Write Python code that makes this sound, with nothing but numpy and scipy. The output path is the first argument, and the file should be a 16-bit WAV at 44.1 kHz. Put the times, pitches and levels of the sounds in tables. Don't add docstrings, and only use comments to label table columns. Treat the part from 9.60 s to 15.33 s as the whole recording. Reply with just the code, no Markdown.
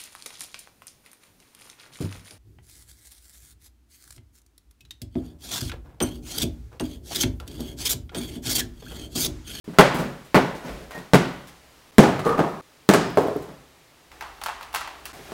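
import sys
import numpy as np
from scipy import signal
from scipy.fft import rfft, irfft, next_fast_len
from scipy.io import wavfile
from scipy.ndimage import uniform_filter1d, map_coordinates

SR = 44100
rng = np.random.default_rng(int(sys.argv[2]) if len(sys.argv) > 2 else 0)


def log_audio(samples):
    frames = np.atleast_2d(samples).T
    limited = np.clip(frames, -1, 1)
    pcm = np.round(limited * 32767).astype(np.int16)
    wavfile.write(sys.argv[1], SR, pcm)


N = 252688

CUTS = [.043, 2.315, 3.015, 4.513, 5.527, 6]
HISS_DB = [-54, -54, -55.5, -55, -48.5]
RUMBLE_DB = [-65.5, -69.5, -71, -66, -59]
# frequency in Hz, relative density in dB per Hz.
HISS = [(53, -32), (90, -11.5), (155, -8.5), (201, -17.5), (249, -11.5), (1320, -16), (1470, -19),
        (1720, -17), (4360, -21.5), (16000, -32)]
RUMBLE = [(15, -14.5), (30, -5.5), (50, -1.5), (68, 5.5), (90, -25), (130, -65)]

# start in seconds, relative level in dB, weight (bass) in dB, hardness (treble) in dB,
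# clatter t60 in seconds.
PUMPKIN = [(0.078, -34, 16.5, -5.5, 0.14), (0.136, -32.5, -7, -2, 0.27), (0.1865, 11.5, -5, -2.5, 0.076),
           (0.649, -48.5, -3, 21, 0.14), (0.745, 3.5, -0.5, -7, 0.16), (1.061, -30, -3, -11, 0.049),
           (1.084, -25, 0.5, -2, 0.1), (1.309, -25, -10.5, 6, 0.095), (1.379, -29, 6.5, 8, 0.076),
           (1.535, 4, 3, 1, 0.076), (1.873, -40.5, -14, 20, 0.12)]
BUMPS = [(0.342, -18.5, 9, 7.5, 0.34), (0.385, -17.5, 5.5, 3, 0.42), (1.046, -18.5, 3, -8, 0.13),
         (1.345, -21, -2, 3.5, 0.14), (2.43, 9, -10, -11, 0.064), (2.654, -6.5, 6, -8, 0.11),
         (2.674, -7, -23, -3, 0.054), (3.42, -35.5, 17, -8, 0.64), (3.82, -29, -4, 7, 0.17),
         (3.885, -30, 4.5, -2, 0.2), (5.534, -33.5, -1, 12, 0.12), (5.585, -35.5, 6, 5, 0.16),
         (5.666, -34, -21, 3, 0.24)]
BOX = [(2.383, 3.5, 6.5, 5, 0.061), (2.48, -11, -14.5, -11, .05), (2.593, -15, -6, 1.5, 0.047),
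       (2.651, -20.5, -1, 7.5, .05), (2.702, -19, 1, -14, .05), (2.781, -13.5, 1.5, -3, 0.058),
       (2.792, -1, -4, -14.5, 0.08), (3.29, 3.5, 2.5, 5, 0.033), (3.328, -11, 0, 2.5, 0.035),
       (3.337, -0.5, 0, 8, 0.0423), (5.72, -20.5, -2.5, -5, 0.057)]
# start in seconds, relative level in dB, weight in dB.
INSIDE = [(3.573, -2, -5), (3.585, -9, -3.5), (3.61, -16.5, 3.5), (3.635, -16, 3), (3.684, -17, 4),
          (3.76, -26, 10.5)]
# start in seconds, relative level in dB, hardness in dB.
TOY = [(4.517, -27.5, -4), (4.609, -15, -4.5), (4.623, -17, -7), (4.782, -31, -11), (4.815, -17, -3.5),
       (4.837, -28, 20), (4.861, -13, 2.5), (4.885, -10, -9), (5.01, -20.5, -5), (5.028, -23, 2),
       (5.129, -33, 12), (5.141, -13, -2.5), (5.147, -15, 12), (5.159, -14.5, 7.5), (5.209, -14, -5),
       (5.275, -19, -3), (5.327, -37, -6), (5.455, -27, 17.5), (5.494, -28, -6.5)]
# delay in seconds, relative level in dB.
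PUMPKIN_CHATTER = [(0.0104, -4.5), (.022, -7.5)]
BOX_CHATTER = [(.01, -7), (.022, -13)]

# centre in Hz, width in Hz, lift in dB.
TABLE = [(138.3, 16, 9.5), (177, 17, 8), (264, 40, 5.5), (387, 62, 4.5), (551, 58, 4.5), (993, 180, -7),
         (1463, 83, 2.5), (1950, 160, -1), (2260, 46, -2.5)]
CARD = [(162, 44, 7), (203, 35, 4.5), (249, 40, -3), (302, 30, 1.5), (383.6, 49, 5.5), (700, 62, 1.5),
        (1230, 60, 3), (1670, 250, -1.5)]
HOLLOW = [(150.4, 16.4, 14), (282, 14, 8.5), (414, 51, 12.5), (513, 66, 2), (636, 94, 8), (1058, 110, 4.5)]
PLASTIC = [(780, 82, -15), (1130, 500, 3.5), (1940, 36, 2), (2700, 32, 6), (4400, 110, 2), (6600, 210, -15)]
# frequency in Hz, gain in dB.
FLESH = [(15, -19), (55, -5.5), (95, -5.5), (150, 3), (320, 2), (800, 1), (2800, -9.5), (9000, -21.5),
         (16000, -26.5)]
SOFT = [(15, -20.5), (55, -8), (95, -12), (150, -1), (320, -2), (800, -1.5), (2800, -18.5), (9000, -26.5),
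        (16000, -26)]
FLAP = [(15, -35), (55, -24.5), (95, -2.5), (150, 2.5), (320, 4), (800, 1.5), (2800, -14.5), (9000, -24.5),
        (16000, -37)]
NEST = [(15, -31), (55, -28), (95, 0), (150, -6), (320, 4.5), (800, -1.5), (2800, -22), (9000, -32),
        (16000, -37.5)]
SHELL = [(15, -54), (55, -40), (95, -46), (150, -38), (320, -22), (800, -0.5), (2800, -8), (9000, -19.5),
         (16000, -19.5)]

# delay in seconds, relative level in dB.
ECHOES = [(.0045, -12), (.0095, -14.5)]
# frequency in Hz, t60 in seconds.
GARAGE = [(60, 0.81), (160, 0.57), (420, 0.52), (1100, 0.64), (2900, 0.64), (7700, 0.4), (15000, 0.13)]

# time in seconds, level in dB.
ROLL = [(0.95, -37), (1.024, -46), (1.064, -36.5), (1.254, -44.5), (1.278, -51.5), (1.388, -46),
        (1.418, -47.5), (1.478, -55), (1.5, -58)]
SHAKE = [(1.05, -75), (1.1, -41), (1.2, -44.5), (1.32, -50), (1.4, -67)]
SQUEAK = [(1.3, -77), (1.31, -48), (1.37, -45.5), (1.44, -62)]
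SLIDE = [(2.64, -31), (2.658, -23.5), (2.672, -17), (2.746, -35.5), (2.8, -26.5)]
CLOTH = [(4.515, -54), (4.8, -55), (5.1, -59), (5.4, -51), (5.52, -52), (5.535, -44.5), (5.62, -50.5),
         (5.73, -42.5)]
# frequency in Hz, relative density in dB per Hz.
ROLLING = [(47, -41), (80, -24), (176, -2), (655, -6.5), (930, -17), (1790, -16.5), (2490, -20),
           (15000, -37.5)]
RUSTLE = [(59, -38.5), (100, -13.5), (399, 6.5), (472, -2.5), (780, 4.5), (923, -9), (1530, -4),
          (15000, -23)]
# centre in Hz, width in Hz, weight in dB before sharpening.
SKID = [(476, 74, 1.5), (840, 130, -9), (1150, 110, -4.5), (1270, 93, -1.5)]

# frequency in Hz, starting amplitude in dB, t60 in seconds.
STEEL = [(1480, -30, .41), (1600, -31, 0.34), (1800, -35, .49), (4720, -47.5, 0.79), (4940, -45, 1),
         (5109, -46.5, 1.2), (5227, -49, .8), (6630, -41, .45), (7510, -45.5, 0.22)]
# start in seconds, relative level in dB.
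TICKS = [(3.464, -44), (3.5049, -35.5), (3.5214, -44), (3.5585, -40), (3.5828, -40), (3.6202, -34.5),
         (3.674, -32), (3.7044, -43), (3.765, -34.5), (3.8242, -41.5)]
# frequency in Hz, level in dB rms.
HUM = [(43.1, -61.5), (64.6, -61)]

HEAVY_HZ, MID_HZ, HARD_HZ = 308, 750, 9000
SNAP_T60 = .003
INSIDE_T60, TOY_T60 = 0.042, 0.046
STEEL_S = 3.338
SKID_SAG = .6
TOP_HZ = 15900


def amp(db):
    return 10 ** (np.asarray(db) / 20)


def unit(x):
    return x / np.sqrt(np.mean(x ** 2) + 1e-20)


def along(points, hz):
    f, v = np.transpose(points)
    return np.interp(np.log(hz + 1), np.log(f + 1), v)


def curve(rows):
    s, db = np.transpose(rows)
    return amp(np.interp(np.arange(N) / SR, s, db, -120, -120))


def noise(gain):
    m = next_fast_len(N)
    spectrum = rfft(rng.standard_normal(m)) * gain(np.fft.rfftfreq(m, 1 / SR))
    return unit(irfft(spectrum, m)[:N])


def coloured(points):
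    return noise(lambda hz: amp(along(points, hz)))


def resonances(modes, f):
    power = 0
    for centre, width, db in modes:
        damping = (f * width) ** 2
        power = power + amp(2 * db) * damping / ((centre * centre - f * f) ** 2 + damping)
    return np.sqrt(power)


def causal(gain):
    cepstrum = irfft(np.log(gain + 1e-6))
    half = len(cepstrum) // 2
    cepstrum[1:half] *= 2
    cepstrum[half + 1:] = 0
    return irfft(np.exp(rfft(cepstrum)))[:half]


def walls(dry):
    hz, t, z = signal.stft(rng.standard_normal(SR), SR, nperseg=256)
    fading = z * amp(-60 * t / along(GARAGE, hz)[:, None])
    tail = signal.istft(fading, SR, nperseg=256)[1]
    tail = tail * (1 - np.exp(-np.arange(len(tail)) / SR / 0.0015))
    return signal.fftconvolve(dry, tail / np.linalg.norm(tail))


def add(out, s, sound):
    start = round(s * SR)
    cut = round(min(c for c in CUTS if c > s) * SR)
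    end = min(cut, N, start + len(sound))
    out[start:end] += sound[:max(end - start, 0)]


def stirred(hits, quiet_db, top_db, slope, lag_s):
    keep = np.exp(-1 / (lag_s * SR))
    edges = np.round(np.multiply(CUTS[1:-1], SR)).astype(int)
    gains = []
    for rest_db, shot in zip(quiet_db, np.split(hits ** 2, edges)):
        power = signal.lfilter([1 - keep], [1, -keep], shot)
        gains.append(np.hypot(amp(rest_db), amp(top_db) * power ** (slope / 2)))
    return np.concatenate(gains)


def hiss(hits):
    return stirred(hits, HISS_DB, top_db=-35, slope=0.57, lag_s=0.026) * coloured(HISS)


def rumble(hits):
    return stirred(hits, RUMBLE_DB, top_db=-44, slope=0.45, lag_s=0.053) * coloured(RUMBLE)


def blows(rows, modes, contact, chatter, rise_s, push, crack, snap_db, lumpy_db, wet_db):
    out, t = np.zeros(N), np.arange(SR // 4) / SR
    hz = np.fft.rfftfreq(8192, 1 / SR)
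    body = np.sqrt(1 + resonances(modes, hz) ** 2) * amp(along(contact, hz))
    low = along([(HEAVY_HZ, 1), (MID_HZ, 0)], hz)
    high = along([(MID_HZ, 0), (HARD_HZ, 1)], hz)
    for first_s, db, weight_db, hard_db, t60 in rows:
        colour = causal(amp(weight_db * low + hard_db * high) * body)
        fall = amp(-60 * t / t60)
        shape = (1 - np.exp(-t / rise_s)) * fall
        for late, loss_db in [(0, 0)] + chatter:
            steps = np.repeat(rng.standard_normal(len(t) // 64 + 1), 64)[:len(t)]
            force = amp(lumpy_db * steps) * shape * rng.standard_normal(len(t))
            force *= np.linalg.norm(shape) / np.linalg.norm(force)
            slow = uniform_filter1d(force, size=9)
            force = slow + (force - slow) * fall ** 0.61
            force[:12] += push * np.hanning(12) / 5
            force += crack * amp(-60 * t / 0.013) * rng.standard_normal(len(t))
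            s, gain = first_s + late, amp(db + loss_db)
            dry = gain * signal.fftconvolve(force, colour)
            add(out, s, dry)
            snap = amp(snap_db + hard_db - 60 * t[:400] / SNAP_T60) * np.diff(rng.standard_normal(401))
            add(out, s, gain * snap)
            for delay, echo_db in ECHOES:
                add(out, s + delay, amp(echo_db) * dry)
            strength = np.hypot(push, np.linalg.norm(shape))
            add(out, s, gain * amp(wet_db) * strength * walls(colour))
    return out


def pumpkin_blows():
    return blows(PUMPKIN, TABLE, FLESH, PUMPKIN_CHATTER, rise_s=0.0049, push=-9, crack=0.94,
                 snap_db=-25.5, lumpy_db=3.6, wet_db=-8.0)


def table_bumps():
    return blows(BUMPS, TABLE, SOFT, [], rise_s=0.0066, push=0, crack=0,
                 snap_db=-45, lumpy_db=1.8, wet_db=0.0)


def pumpkin_roll():
    return curve(ROLL) * coloured(ROLLING)


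def table_sway():
    return curve(SHAKE) * noise(lambda hz: resonances([(53.7, 10.4, 0)], hz))


def edge_squeak():
    return curve(SQUEAK) * noise(lambda hz: resonances([(1866, 41, 0)], hz) ** 2)


def box_blows():
    return blows(BOX, CARD, FLAP, BOX_CHATTER, rise_s=0.0011, push=-6.5, crack=1.45,
                 snap_db=-24.5, lumpy_db=8.8, wet_db=-3.0)


def box_skid():
    stick = amp(4.5 * unit(uniform_filter1d(rng.standard_normal(N), size=120)))
    since = np.clip(np.arange(N) / SR - SLIDE[0][0], 0, .5)
    slowed = np.arange(N) - SKID_SAG * since ** 2 / 2 * SR
    scrape = noise(lambda hz: resonances(SKID, hz) ** 1.63)
    skid = curve(SLIDE) * unit(stick * map_coordinates(scrape, [slowed]))
    before_cut = np.arange(N) < CUTS[2] * SR
    return skid + amp(-3) * walls(skid)[:N] * before_cut


def cutlery():
    out, t = np.zeros(N), np.arange(SR // 2) / SR
    for hz, db, t60 in STEEL:
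        waver = np.cumsum(rng.normal(0, 0.02, len(t)))
        add(out, STEEL_S, amp(db - 60 * t / t60) * np.sin(2 * np.pi * hz * t + waver))
    for s, db in TICKS:
        bright = np.diff(rng.standard_normal(602), 2)
        add(out, s, amp(db - 60 * t[:600] / 0.006) * bright * 0.4)
    return out


def pumpkin_in_box():
    rows = [(*row, 0, INSIDE_T60) for row in INSIDE]
    return blows(rows, HOLLOW, NEST, [], rise_s=0.0011, push=11.8, crack=1.3,
                 snap_db=-25, lumpy_db=3.2, wet_db=-1.5)


def far_hum():
    t = np.arange(N) / SR
    hum = np.zeros(N)
    for hz, db in HUM:
        drift = np.cumsum(rng.normal(0, 0.0027, N))
        hum += amp(db) * np.sqrt(2) * np.sin(2 * np.pi * hz * t + drift)
    return hum * (t > CUTS[3])


def sleeves():
    return curve(CLOTH) * coloured(RUSTLE)


def toy_rattle():
    rows = [(s, db, 0, hard_db, TOY_T60) for s, db, hard_db in TOY]
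    return blows(rows, PLASTIC, SHELL, [], rise_s=0.0017, push=1.1, crack=0.98,
                 snap_db=-24.5, lumpy_db=9.5, wet_db=-2)


def scene():
    hits = pumpkin_blows() + table_bumps() + box_blows() + pumpkin_in_box() + toy_rattle()
    friction = pumpkin_roll() + table_sway() + edge_squeak() + box_skid()
    background = hiss(hits) + rumble(hits) + far_hum() + sleeves()
    return (hits + friction + cutlery() + background)[None]


def record(dry):
    x = np.clip(dry, -.99, .99)
    t = np.arange(N) / SR
    opening = CUTS[0] - .003
    for s in opening, CUTS[1], CUTS[2], CUTS[4]:
        x = x * np.clip(np.abs(t - s) / 0.0033 - .3, 0, 1)
    x = x * (t > opening)
    m = next_fast_len(N + SR)
    held = np.pad(x, ((0, 0), (0, m - N)), mode="linear_ramp")
    return irfft(rfft(held) * (np.fft.rfftfreq(m, 1 / SR) < TOP_HZ), m)[:, :N]


dry = scene()
out = record(dry)
log_audio(out)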